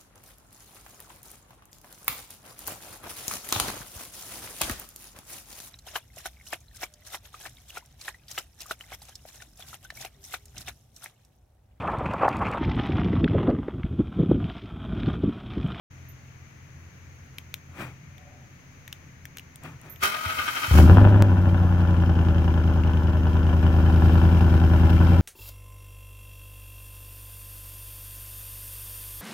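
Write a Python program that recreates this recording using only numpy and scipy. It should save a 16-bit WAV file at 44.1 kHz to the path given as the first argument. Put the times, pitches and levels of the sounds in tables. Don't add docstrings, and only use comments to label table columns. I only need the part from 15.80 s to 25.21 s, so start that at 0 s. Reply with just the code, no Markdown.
import sys
import numpy as np
from scipy import signal
from scipy.fft import rfft, irfft
from scipy.io import wavfile
from scipy.ndimage import uniform_filter1d

SR = 44100
rng = np.random.default_rng(int(sys.argv[2]) if len(sys.argv) > 2 else 0)


def master(y):
    cut = np.clip(np.atleast_2d(y).T, -1, 1)
    pcm = np.round(cut * 32767)
    wavfile.write(sys.argv[1], SR, pcm.astype(np.int16))


N = 414981
TIME = np.arange(N) / SR
FREQS = np.maximum(np.arange(8193) * SR / 16384, 1)

# (time [s], firings per second [Hz])
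FIRING_RATE = [(4.9, 61.61), (4.98, 82.9), (5.04, 75.9), (5.11, 91.68), (5.2, 99.59), (5.42, 100.85),
               (5.52, 93.11), (5.8, 89.52), (6.2, 85.77), (6.5, 82.76), (7.2, 80.39), (7.7, 80.81),
               (8.25, 81.78), (8.55, 83.99), (8.75, 81.53), (9.0, 81.96), (9.41, 87.24)]
# (time [s], level [dB])
ENGINE_LOAD = [(5.6, 1), (6.2, 0.5), (6.6, 0), (7.35, -1), (7.7, .7), (8.3, 4), (8.8, 3), (9.3, 4)]
# (lateness [gaps between firings], level [dB], sharpness [dB])
FIRING_ORDER = [(.51, 0.9, 6), (.53, 1.8, 1), (.43, -1, 6), (.54, 1.4, 3), (0.3203, -1.1, 5.5),
                (.39, 0, 8.5), (0.4966, 0.9, 2), (0.2972, 0.5, 5.5)]
# (pitch [Hz], width [Hz], level [dB])
BOOM_MODES = [(50.3, 3.6, -0.5), (79.8, 18.9, 7), (113, 3.1, -18.5)]
BODY_MODES = [(148.3, 6.5, -3), (177.7, 9.45, 7), (219, 5.5, -12), (251, 10, 2), (315, 8.3, -10.5),
              (329.5, 6.3, -9), (371.7, 16, -10)]
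RASP_MODES = [(460, 22, -1), (502, 12, 1), (558, 16, 2), (622, 16, -1), (696, 20, -1), (772, 26, 2),
              (840, 20, 0), (905, 12, -4), (982, 22, 2), (1080, 50, -6), (1235, 30, -10), (1370, 50, -6),
              (1510, 50, -7), (1680, 80, -9), (2950, 300, -20)]
ROAR_MODES = [(197, 21, -11), (594, 14, 14.5)]
# (time [s], level [dB])
CATCH_BARKS = [(4.912, -21.5), (4.954, -13.5), (4.987, -7.5), (5.0, -14), (5.097, -8.5), (5.171, -7.5),
               (5.183, -9.5), (5.193, -18), (5.251, -9), (5.273, -14), (5.361, -15.5), (5.451, -25)]
# (time [s], level [dB])
CRANK_PUFFS = [(4.23, -36), (4.46, -27.5), (4.585, -36.5), (4.88, -26.5), (4.911, -11.5)]
# (time [s], teeth per second [Hz])
TOOTH_RATE = [(4.2, 189.8), (4.28, 200.6), (4.36, 227.8), (4.5, 248.8), (4.7, 265), (4.9, 289.7),
              (5.05, 417)]
# (pitch [Hz], width [Hz], level [dB])
HOUSING_MODES = [(332, 250, -14), (685, 81, -15.5), (935, 70, -6), (1235, 45, 3.5), (1477, 104, 0.5),
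                 (1907, 33, -6), (2190, 156, -5.5), (2576, 130, -9.5), (3090, 190, -8), (3840, 300, -16.5),
                 (5440, 200, -21)]
# (time [s], level [dB])
PISTON_SURGES = [(4.345, -30.5), (4.451, -29.5), (4.5, -30.5), (4.587, -26), (4.68, -26.5), (4.767, -28),
                 (4.835, -28), (4.91, -33), (4.975, -30.5)]
# (time [s], pitch [Hz])
WHINE_PITCH = [(4.24, 615), (4.35, 614), (4.49, 642), (4.57, 632), (4.64, 585), (4.69, 668)]
# (multiple of the pitch, level against the whirr [dB])
WHINE_TONES = [(1, -22), (2, -8.5)]
# (pitch [Hz], level [dB])
BRUSH_TONE = [(2500, -28), (4500, 5.5), (6500, 5), (8200, 1), (10000, 2), (13000, 2), (15500, 0.5)]
# (pitch [Hz], width [Hz], level [dB])
CLATTER_MODES = [(1374, 140, 10.5), (1760, 100, -5.5), (2110, 17, 3), (2355, 95, 2), (2730, 74, 2),
                 (3140, 87, 1), (3850, 450, -7.5), (5140, 610, -14.5)]
# (pitch [Hz], level [dB])
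HISS_TONE = [(2500, -23), (4400, -9), (5100, 1), (6200, -6.5), (7300, -7), (10000, -8.5), (12700, -3.5),
             (16000, -13.5)]
# (place in the cycle [firings], level [dB])
VALVE_TICKS = [(2.5, -44), (5.5, -43), (7.55, -47)]
# (pitch [Hz], width [Hz], level [dB])
VALVE_MODES = [(2960, 230, 2), (5200, 600, -15)]
# (time [s], level [dB], brightest pitch [Hz])
DRY_TICKS = [(1.352, -58, 2400), (1.461, -54, 2420), (1.584, -23, 2640), (1.7411, -15, 2550),
             (2.381, -38.5, 3570), (3.0785, -27, 1930), (3.1275, -22.5, 2600), (3.4542, -27, 1820),
             (3.571, -24.5, 1790), (3.584, -27, 2900), (3.5955, -27, 2740), (3.758, -30, 8800),
             (3.8357, -31.5, 8300), (4.0144, -38, 8900), (4.1604, -35, 2080)]
# (pitch [Hz], level [dB])
TICK_TONE = [(300, -36), (1000, -19), (1800, -5), (2600, -1), (3500, 0), (4500, -9), (5600, -2),
             (8500, -10), (12000, -1), (16000, -3)]
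# (time [s], level [dB], rise time [s], time to fade by 60 dB [s])
CAB_THUMPS = [(2.012, -33, 0.03, 0.31), (3.85, -40, 0.015, 0.33), (4.06, -47.5, 0.029, 0.45)]
# (pitch [Hz], level [dB])
THUMP_TONE = [(40, -16), (90, -6), (140, 3.5), (220, -7), (310, -3.5), (450, -11.5), (1300, -8.5),
              (2500, -19), (5000, -31.5), (15000, -35.5)]
# (pitch [Hz], width [Hz], level [dB])
CAB_MODES = [(128.5, 4.3, 0.5), (157.7, 8, -2)]
# (time [s], level [dB], time to fade by 60 dB [s])
HIGH_SQUEAKS = [(.286, -51, 0.13), (4.097, -42, 0.24)]
# (pitch [Hz], starting level [dB])
HUM_NOTES = [(86.1, -49.5), (129.2, -51.5)]
# (pitch [Hz], width [Hz], level [dB])
RUMBLE_MODES = [(86.3, 12, 2), (138.8, 14, 0), (109, 65, -2.5), (264, 40, -13)]
# (pitch [Hz], width [Hz], level [dB])
HOOT_MODES = [(586, 23, -6.5), (732, 31, -6)]
# (pitch [Hz], level [dB])
AIR_TONE = [(20, -21), (55, -18), (175, -26.5), (290, -31.5), (480, -29.5), (900, -31.5), (2200, -27.5),
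            (3500, -41), (5400, -42), (6400, -31), (7800, -53), (16000, -50)]
# (pitch [Hz], level [dB])
SCATTER_TONE = [(60, -36), (250, -29.5), (700, -8.5), (1300, -9), (2400, 1), (15000, -8)]
# (pitch [Hz], level [dB])
LEFT_OVER_RIGHT = [(60, 3.5), (110, 1), (200, 1), (380, 1), (700, -2), (1290, 2), (2380, 10.5), (4400, -1),
                   (8120, 2), (15000, -12)]


def exhaust(catch_s=4.905, idle_hz=86, rev_span_hz=22, jitter=0.0092, chug_db=8.5):
    rate, phase = engine_motion()
    load_db, = curves(ENGINE_LOAD)
    throttle = ramp(catch_s, 0.053) - ramp(5.18, 0.36)
    firings = np.arange(int(phase[-1]))
    late, size_db, sharp_db = np.array(FIRING_ORDER)[firings % len(FIRING_ORDER)].T
    unevenness = np.clip(1 - (np.interp(firings, phase, rate) - idle_hz) / rev_span_hz, .25, 1)
    late = late.mean() + unevenness * (late - late.mean())
    time_luck, size_luck, sharp_luck = rng.standard_normal((len(firings), 3)).T
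    times = np.interp(firings + late + jitter * time_luck, phase, TIME)
    scatter_db = 1.53 + 2.5 * np.exp(-(times - times[0]) / 0.4)
    size_db = unevenness * size_db + scatter_db * size_luck
    pulses = impulses(times, undb(size_db))
    fronts = impulses(times, undb(size_db / 2 + sharp_db + 3.5 * sharp_luck))
    gas = undb(-31) * fade(fronts, t60=0.17) * noise()
    rebounds = undb(-3) * add_echoes(fronts, t60=0.11)
    blast = fronts + rebounds + gas
    boom = even(ring(pulses, resonances(BOOM_MODES))) * undb(-17.5 + load_db + 7 * throttle)
    body_db = -25 + load_db + 7.5 * throttle * (1 - ramp(5.05, 0.54))
    body = even(ring(pulses, resonances(BODY_MODES))) * undb(body_db) * ramp(catch_s, 0.072)
    revs = np.clip((rate - idle_hz) / rev_span_hz, 0, 1)
    rasp_gain = undb(-36 + 0.81 * load_db + 9.5 * throttle * (1 + revs) / 2)
    rasp = even(ring(blast, resonances(RASP_MODES))) * rasp_gain
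    roar = even(ring(blast, resonances(ROAR_MODES))) * rasp_gain * revs
    firings_from_dip = (phase - 2.1 + 4) % 8 - 4
    chug = undb(-chug_db * ramp(5.4, .6) * np.exp(-(firings_from_dip / .8) ** 2))
    running = ramp(catch_s, 0.059) * (chug * (boom + body) + rasp + roar)
    barks = blows(CATCH_BARKS, resonances(RASP_MODES) + resonances(BODY_MODES))
    puffs = blows(CRANK_PUFFS, resonances([(87, 20, 0)]))
    return -(running + barks + puffs)


def starter(engage_s=4.236, let_go_s=4.99, run_down_db_per_s=204, whirr_db=-35.5, throb_hz=44):
    tooth_rate, = curves(TOOTH_RATE)
    whine_hz, = curves(WHINE_PITCH)
    cranking = ramp(engage_s - .02, .02) * undb(-run_down_db_per_s * np.maximum(TIME - let_go_s, 0))
    steady = undb(whirr_db) * cranking
    clash = swell(engage_s, rise=0.0086, t60=0.29)
    surges = sum(undb(db) * swell(s, rise=0.0078, t60=0.25) for s, db in PISTON_SURGES)
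    surge_db = 20 * np.log10(1 + surges / undb(whirr_db))
    speed = 1 + 0.00926 * (surge_db - uniform_filter1d(surge_db, size=6000))
    phase = np.cumsum(tooth_rate * speed) / SR
    turns = np.cumsum(whine_hz * (1 + 0.0082 * drift(120))) / SR
    whine = sum(undb(db + 2 * drift(40)) * unit(np.sin(2 * np.pi * n * turns)) for n, db in WHINE_TONES)
    whine_gain = (steady + surges / 2) * (1 - ramp(4.6, 0.15))
    tooth_numbers = np.arange(int(phase[-1]))
    time_luck, size_luck = rng.standard_normal((len(tooth_numbers), 2)).T
    teeth = impulses(np.interp(tooth_numbers + 0.034 * time_luck, phase, TIME), undb(1.5 * size_luck))
    grind = unit(fade(teeth, t60=0.09) * noise())
    knocks = unit(add_echoes(teeth, t60=0.079))
    whirr = unit(ring(knocks + grind, resonances(HOUSING_MODES)))
    whirr_gain = np.hypot(steady, surges + undb(-17.5) * clash)
    brushes = unit(ring(grind, tone(BRUSH_TONE) + resonances([(10950, 64, 2)])))
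    brush_gain = np.hypot(undb(-41.5 + 8 * np.log2(tooth_rate / 250)) * cranking, undb(-24.5) * clash)
    throb = undb(1.3 * np.sin(2 * np.pi * throb_hz * TIME))
    return throb * (whirr * whirr_gain + whine * whine_gain + brushes * brush_gain)


def engine_bay(build_db_per_s=0.9):
    load_db, = curves(ENGINE_LOAD)
    gulp_db = 11 * (1 - ramp(5.12, 0.22))
    effort_db = 1.37 * load_db + gulp_db + build_db_per_s * (TIME - TIME[-1])
    flutter_db = 4.5 * drift(220)
    clatter = undb(-51.5 + flutter_db) * shaped_noise(resonances(CLATTER_MODES))
    hiss = undb(-61 + flutter_db / 2) * shaped_noise(tone(HISS_TONE))
    return ramp(4.95, 0.13) * undb(effort_db) * (clatter + hiss)


def valves(t60=0.041):
    rate, phase = engine_motion()
    loudness = np.zeros(N)
    for place, db in VALVE_TICKS:
        since_tick_s = (phase - place) % len(FIRING_ORDER) / rate
        loudness += undb(db - 60 * since_tick_s / t60)
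    return ramp(5.72, 0.5) * loudness * shaped_noise(resonances(VALVE_MODES))


def snap(at_s=5.4233, db=-7):
    return -undb(db) * fade(impulses([round(at_s * SR) / SR], 1), t60=0.0095)


def ticks(crack_t60=0.0082, echo_t60=0.13, ping_t60=0.0097):
    out, t = np.zeros(N), TIME[:SR // 10]
    for s, db, hz in DRY_TICKS:
        crack = rng.standard_normal(len(t)) * (undb(-60 * t / crack_t60) + undb(-26 - 60 * t / echo_t60))
        crack = ring(crack, tone(TICK_TONE) * (1 + resonances([(hz, 0.27 * hz, 6)])))
        ping = np.sin(2 * np.pi * hz * t) * undb(-7.5 - 60 * t / ping_t60)
        tick = crack / np.abs(crack).max() + ping
        start = int(s * SR)
        out[start:start + len(t)] += tick * undb(db) / np.abs(tick).max()
    return out


def thumps():
    knock = sum(undb(db) * swell(s, rise, t60) for s, db, rise, t60 in CAB_THUMPS)
    boom = sum(undb(db - 9) * swell(s + rise, rise, t60=1.1) for s, db, rise, _ in CAB_THUMPS)
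    return knock * shaped_noise(tone(THUMP_TONE)) + boom * shaped_noise(resonances(CAB_MODES))


def squeaks():
    loudness = sum(undb(db) * fade(impulses([s], 0.99), t60) for s, db, t60 in HIGH_SQUEAKS)
    return loudness * shaped_noise(resonances([(13390, 70, 3), (11200, 50, -13)]))


def hum(fade_db_per_s=2.5):
    notes = sum(unit(np.sin(2 * np.pi * hz * TIME)) * undb(db + 2 * drift(6)) for hz, db in HUM_NOTES)
    return notes * undb(-fade_db_per_s * TIME)


def rumble():
    return shaped_noise(resonances(RUMBLE_MODES)) * undb(-51.5 + drift(24))


def hoot(at_s=2.51):
    return undb(-58) * np.exp(-((TIME - at_s) / .14) ** 2) * shaped_noise(resonances(HOOT_MODES))


def air():
    return shaped_noise(tone(AIR_TONE)) * undb(-54.5 + .5 * drift(2.8))


def engine_motion():
    rate, = curves(FIRING_RATE)
    return rate, np.cumsum(rate * (TIME > FIRING_RATE[0][0])) / SR


def undb(db):
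    return 10 ** (np.asarray(db) / 20)


def unit(x):
    return x / np.sqrt(np.mean(x ** 2))


def even(x):
    power = uniform_filter1d(uniform_filter1d(x ** 2, size=4300), size=4300)
    return x / np.sqrt(np.maximum(power, .01 * power.max()))


def curves(rows):
    s, *columns = np.transpose(rows)
    return [np.interp(TIME, s, column) for column in columns]


def ramp(start, length):
    return np.clip((TIME - start) / length, 0, 1)


def swell(at, rise, t60):
    return np.exp(np.minimum((TIME - at) / rise, (at - TIME) * np.log(1000) / t60))


def fade(x, t60):
    return signal.lfilter([1], [1, -np.exp(-np.log(1000) / (t60 * SR))], x)


def noise():
    return rng.standard_normal(N)


def shaped_noise(gain):
    return unit(ring(noise(), gain))


def drift(rate):
    step = int(SR / rate)
    return uniform_filter1d(np.repeat(rng.standard_normal(N // step + 1), step), step)[:N]


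def tone(points):
    hz, db = np.transpose(points)
    return undb(np.interp(np.log(FREQS), np.log(hz), db))


def resonances(modes):
    return sum(undb(db) / (1 + ((FREQS ** 2 - hz ** 2) / (2 * FREQS * width)) ** 2)
               for hz, width, db in modes)


def ring(x, gain):
    cepstrum = irfft(np.log(gain + 1e-5))
    half = len(cepstrum) // 2
    cepstrum[1:half] *= 2
    cepstrum[half + 1:] = 0
    response = irfft(np.exp(rfft(cepstrum)))[:half]
    return signal.oaconvolve(x.astype(np.float32), response.astype(np.float32))[:len(x)]


def impulses(times, sizes):
    at = np.clip(np.asarray(times) * SR, 0, N - 2)
    i = at.astype(int)
    return np.bincount(i, sizes * (1 - at + i), N) + np.bincount(i + 1, sizes * (at - i), N)


def blows(rows, gain):
    s, db = np.transpose(rows)
    hits = ring(impulses(s, undb(db)), gain)
    return hits * undb(db.max()) / np.abs(hits).max()


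def add_echoes(x, t60):
    t = TIME[:SR // 8]
    tail = rng.standard_normal(len(t)) * undb(-60 * t / t60)
    return signal.oaconvolve(x, tail / np.linalg.norm(tail))[:N]


def spread(mid, t60):
    side = add_echoes(ring(mid, tone(SCATTER_TONE)), t60)
    return np.array([mid + side, mid - side])


def scene():
    direct = exhaust() + squeaks() + thumps() + rumble() + hum() + hoot()
    indirect = np.array([np.sqrt(2) * (engine_bay() + valves() + starter()) + air() for _ in range(2)])
    return spread(direct, t60=0.016) + spread(ticks(), t60=0.0013) + indirect + snap()


def record(dry, top_hz=15800):
    tilt = tone(LEFT_OVER_RIGHT)
    sides = np.array([ring(dry[0], 2 * tilt / (1 + tilt)), ring(dry[1], 2 / (1 + tilt))])
    treble_cut = signal.ellip(10, .2, 80, top_hz, fs=SR, output="sos")
    return signal.sosfilt(treble_cut, np.clip(sides * ramp(.1, .01), -1, 1))


dry = scene()
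out = record(dry)
master(out)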